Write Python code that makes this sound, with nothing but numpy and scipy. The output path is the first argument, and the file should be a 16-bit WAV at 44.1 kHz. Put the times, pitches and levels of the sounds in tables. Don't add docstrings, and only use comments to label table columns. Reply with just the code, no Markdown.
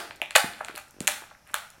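import sys
import numpy as np
from scipy import signal
from scipy.fft import rfft, irfft
from scipy.io import wavfile

SR = 44100
rng = np.random.default_rng(int(sys.argv[2]) if len(sys.argv) > 2 else 0)


def nominal_scale(level):
    x = np.asarray(level, float) / 20
    return 10 ** x


def master_out(mix):
    frames = np.transpose(np.atleast_2d(mix))
    ceiling = np.clip(frames, -1, 1)
    pcm = np.round(ceiling * 32767).astype(np.int16)
    wavfile.write(sys.argv[1], SR, pcm)


N = 79380
LEAD_S = 0.1


def evened(x):
    return x / np.sqrt(np.mean(x ** 2) + 1e-20)


def like(x, other):
    return x * np.linalg.norm(other) / np.linalg.norm(x)


def read(points, hz):
    f, value = np.transpose(points)
    return np.interp(np.log(hz + 1), np.log(f + 1), value)


def add(mix, s, sound):
    part = mix[round((s + LEAD_S) * SR):][:len(sound)]
    part += sound[:len(part)]


def high_pass(hz):
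    return signal.butter(2, hz, "high", fs=SR, output="sos")


RING_SAMPLES = 1500
SCATTER = 0.044
ONSET_S = 0.00011


def ring(modes, chance, region=0, reach=99):
    hz, db, t60 = np.transpose(modes)[:, :, None]
    t = np.arange(RING_SAMPLES) / SR
    sign = (-1) ** np.arange(len(hz))[:, None]
    octaves_away = np.log2(hz / 1000) - region
    db = db - 6 * (octaves_away / max(reach, 0.15)) ** 2
    shifted_hz = hz * (1 + SCATTER * chance[:len(hz), None])
    y = sign * nominal_scale(db - 60 * t / t60) * np.sin(2 * np.pi * shifted_hz * t)
    y = y.sum(0) * (1 - np.exp(-t * hz.min() / 1000 / ONSET_S))
    return y / abs(y).max()


# (mean frequency [Hz], relative level [dB], decay by 60 dB [s])
SHELL_MODES = [(520, 0, 0.011), (659, -4, 0.038), (839, -5, 0.026), (1267, 1.5, 0.0073), (1566, 0, 0.015),
               (1885, 4, 0.0062), (2536, 7, 0.0046), (3350, 1.5, 0.0043), (4304, 3.5, 0.0038)]
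# (mean frequency [Hz], relative level [dB], decay by 60 dB [s])
EDGE_MODES = [(7010, 2, 0.0028), (8443, 0, 0.0052), (9250, -2.5, 0.0043), (10764, 3.5, 0.0035),
              (11300, -4.5, 0.0022), (13150, -6.5, 0.007), (14900, -10, 0.0039)]
# (time [s], shell peak level [dB], struck region [octaves above 1 kHz],
# reach to 6 dB down [octaves], tick peak level [dB])
FRACTURES = [(-.05, -9, 0.14, 0.57, -8), (-.045, -11, 1.8, 0.29, -24), (-.04, -11, 1, 1.7, -12.5),
             (0.1087, -26.5, 0.94, 1.57, -58.5), (0.16, -58, 8, .5, -37.5), (.166, -44, 2.2, 0.35, -50),
             (.200, -41.5, -0.5, 0.93, -67), (0.217, -11, 1.42, 0.26, -28), (.2195, -25, -0.32, 0.54, -55),
             (.308, -21, 1.5, 1.18, -26.5), (.352, -8, 1.4, 0.71, -20.5), (.354, -3.5, 1.5, 0.67, -19),
             (.356, -5, 0.56, 0.61, -15.5), (0.3588, -9.5, 1.04, 1.4, -9.5), (.360, -12, -.6, .3, -11.5),
             (.3612, -5.5, 1.3, 0.83, -0.5), (.362, -2.5, 2.7, 1.1, -28), (.364, -4.5, 1.67, 0.73, -6),
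             (0.535, -32, 2.5, 0.92, -44), (0.6062, -26, 0.6, 0.28, -52), (.6085, -19.5, 0, .6, -52),
             (0.6476, -24.5, 1.7, 0.63, -24), (0.681, -39.5, -0.2, 0.58, -39), (.684, -23.5, .8, 1.44, -36),
             (.700, -30.5, 0.45, 0.42, -46), (0.703, -53, 1.5, 0.51, -55), (0.7102, -34.5, 1.5, 0.4, -44),
             (0.7535, -29.5, 1.8, .8, -33.5), (.760, -31, 6, 0.28, -27), (0.778, -29.5, 1.5, 0.4, -26),
             (0.883, -58, -5, 0.68, -43), (0.909, -68, 3, 0.71, -35), (.966, -53.5, 1.5, 0.8, -76),
             (1.005, -24.5, 2.53, 1.28, -19.5), (1.0457, -44, 3, 1.1, -60), (1.061, -47, -7, 0.93, -40),
             (1.0722, -11.5, 1.54, 0.59, -7), (1.0769, -6, 1.54, .8, -2.5), (1.0803, -37, .8, 0.41, -13),
             (1.2205, -35.5, 0, 0.59, -54), (1.238, -36, 0.2, 0.59, -83.5),
             (1.302, -43.5, 1.9, 0.21, -75.5), (1.311, -38, 0.3, 0.46, -64), (1.3147, -38.5, 0, 0.85, -64),
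             (1.3495, -41, 0.8, 0.38, -62), (1.426, -60, 3.3, 0.83, -69.5), (1.455, -66, 1, .6, -56),
             (1.4595, -66, -13.5, .6, -69), (1.469, -47.5, 1, .5, -56), (1.4745, -48, 1, 1.1, -41),
             (1.497, -39.5, 0.8, 0.73, -69), (1.514, -62, 4, 0.8, -46), (1.5178, -58, 1, .6, -42),
             (1.5365, -30, 0.44, 0.65, -52), (1.5421, -16, 1.8, 0.25, -10),
             (1.5425, -13.5, 0.42, 0.51, -24.5), (1.703, -50, 4, .6, -34)]
BREAK_S = 0.00008
BLUR = 1.48
SPREAD_LOW_HZ, SPREAD_TICK_DB = 2620, -2.5


def fractures(size):
    out = np.zeros((2, size))
    chances = rng.standard_normal((len(FRACTURES), 100))
    even_click = signal.sosfilt(high_pass(SPREAD_LOW_HZ), np.arange(RING_SAMPLES) == 0)
    for (s, shell_db, region, reach, tick_db), chance in zip(FRACTURES, chances):
        ragged = chance[20:] * np.exp(-np.arange(80) / SR / BREAK_S)
        tick = np.convolve(ragged, ring(EDGE_MODES, chance[10:]))[:RING_SAMPLES]
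        tick = nominal_scale(tick_db) * tick / abs(tick).max()
        body = nominal_scale(shell_db) * ring(SHELL_MODES, chance, region, reach)
        add(out[0], s, body + tick)
        spread_body = like(ring(SHELL_MODES, -chance, region, reach * BLUR), body)
        spread_tick = nominal_scale(SPREAD_TICK_DB) * like(even_click, tick)
        add(out[1], s, spread_body + spread_tick)
    return out


# (time [s], level [dB])
PRESSURE = [(0, -50), (.2, -70), (0.299, -69.5), (.35, -57), (.356, -19), (0.378, -25), (0.419, -56),
            (.55, -53), (.62, -52), (.72, -64.5), (0.781, -42), (.84, -68), (1, -63), (1.04, -48.5),
            (1.071, -54), (1.08, -23.5), (1.098, -36), (1.14, -43), (1.2, -51), (1.33, -78.5),
            (1.451, -69.5), (1.481, -54), (1.538, -58.5), (1.547, -37.5), (1.565, -39), (1.6, -53.5),
            (1.7, -65.5), (1.8, -61.5)]
CRACKLE_PER_S = 1200
CRACKLE_SPREAD_DB, CRACKLE_TICK_DB = 4.5, -8.5


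def crackle(size):
    out = np.zeros(size)
    for region in (0.2, 1.1, 1.8):
        strength = nominal_scale(CRACKLE_SPREAD_DB * np.minimum(rng.exponential(1, size), 4))
        clicks = strength * (rng.random(size) < CRACKLE_PER_S / 3 / SR)
        chance = rng.standard_normal(20)
        body = ring(SHELL_MODES, chance, region, 0.86)
        tick = nominal_scale(CRACKLE_TICK_DB) * ring(EDGE_MODES, chance[10:])
        out += signal.oaconvolve(clicks, body + tick)[:size]
    s, db = np.transpose(PRESSURE)
    return evened(out) * nominal_scale(np.interp(np.arange(size) / SR - LEAD_S, s, db))


# (time [s], relative level [dB], settled pitch [Hz])
BUMPS = [(-.03, -21.5, 310), (.1, -53.5, 70.6), (.219, -33.5, 324), (0.36, -53, 202), (.443, -25, 190),
         (0.488, -48.5, 70), (.608, -40.5, 423), (.696, -36, 306), (0.744, -40.5, 320), (0.944, -50.5, 252),
         (0.966, -45.5, 260), (.986, -44, 300), (1.008, -25, 187), (1.0465, -40, 400), (1.055, -61.5, 252),
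         (1.078, -44, 320), (1.099, -51, 67.6), (1.221, -44, 342), (1.51, -53, 248), (1.539, -48.5, 182),
         (1.781, -53.5, 242)]
BUMP_TURNS, BUMP_CUT = 0.68, 0.43
BUMP_SAG, BUMP_SAG_S = 0.29, 0.0017


def bumps(size):
    out = np.zeros(size)
    t = np.arange(4000) / SR
    for s, db, hz in BUMPS:
        turns = t * hz + BUMP_SAG * (1 - np.exp(-t / BUMP_SAG_S))
        swing = -2 * nominal_scale(db) * np.sin(2 * np.pi * turns)
        push = swing * np.exp(-turns / BUMP_TURNS) * np.minimum(turns * 20, 1)
        add(out, s, signal.sosfilt(high_pass(BUMP_CUT * hz), push))
    return out


# (frequency [Hz], decay by 60 dB [s])
TAIL_DECAY = [(150, 1), (500, 0.41), (900, 0.45), (1600, 0.47), (3000, 0.45), (7000, 0.4), (14000, 0.37)]
# (frequency [Hz], relative level [dB])
TAIL_COLOUR = [(100, -20), (400, 4.5), (800, 1), (1600, 3.5), (3000, 1), (5500, 8), (9000, 9), (15000, 1)]
ECHO_S = [.008, .0115, .0132, .0204, .033, .042]
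ECHO_DB = [-23.5, -16, -23, -16.5, -25.5, -19.5]
TAIL_DB, TAIL_START_S, TAIL_RISE_S = -5, 0.0036, 0.0022


def room(near, spread):
    size = SR * 3 // 4
    hz, t, z = signal.stft(rng.standard_normal(size), SR, nperseg=256)
    z = z * nominal_scale(read(TAIL_COLOUR, hz)[:, None] - 60 * t / read(TAIL_DECAY, hz)[:, None])
    tail = signal.istft(z, SR, nperseg=256)[1][:size]
    tail = tail * np.clip((np.arange(size) / SR - TAIL_START_S) / TAIL_RISE_S, 0, 1)
    tail = nominal_scale(TAIL_DB) * tail / np.linalg.norm(tail)
    echoes = np.zeros(3000)
    for delay, db in zip(ECHO_S, ECHO_DB):
        echoes[round(delay * SR)] += nominal_scale(db)
    early = signal.fftconvolve(near, echoes)[:len(near)]
    late = signal.fftconvolve(spread, tail)[:len(near)]
    return early + late


# (frequency [Hz], relative level per Hz [dB])
AIR_COLOUR = [(20, 3), (60, 7.5), (120, 6.5), (250, -1), (420, -8.5), (700, -2), (1550, -8.5), (4200, -18),
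              (5500, -5.5), (8000, -19.5), (12000, -15.5), (16000, -28)]
AIR_DB = -61.5


def air():
    z = rfft(rng.standard_normal(N)) * nominal_scale(read(AIR_COLOUR, np.fft.rfftfreq(N, 1 / SR)))
    return nominal_scale(AIR_DB) * evened(irfft(z, N))


def scene():
    lead = round(LEAD_S * SR)
    shell = fractures(N + lead) + crackle(N + lead)
    shell = signal.sosfilt(high_pass(300), shell)
    near, spread = shell + bumps(N + lead)
    wet = near + room(near, spread)
    return (wet[lead:] + air())[None]


def low_pass(x):
    return signal.sosfilt(signal.butter(12, 16850, fs=SR, output="sos"), x)


def record(dry):
    limited = signal.oaconvolve(dry, signal.firwin(255, 16100, fs=SR)[None], "same")
    mix = np.clip(limited, -1, 1)
    return low_pass(mix)


dry = scene()
out = record(dry)
master_out(out)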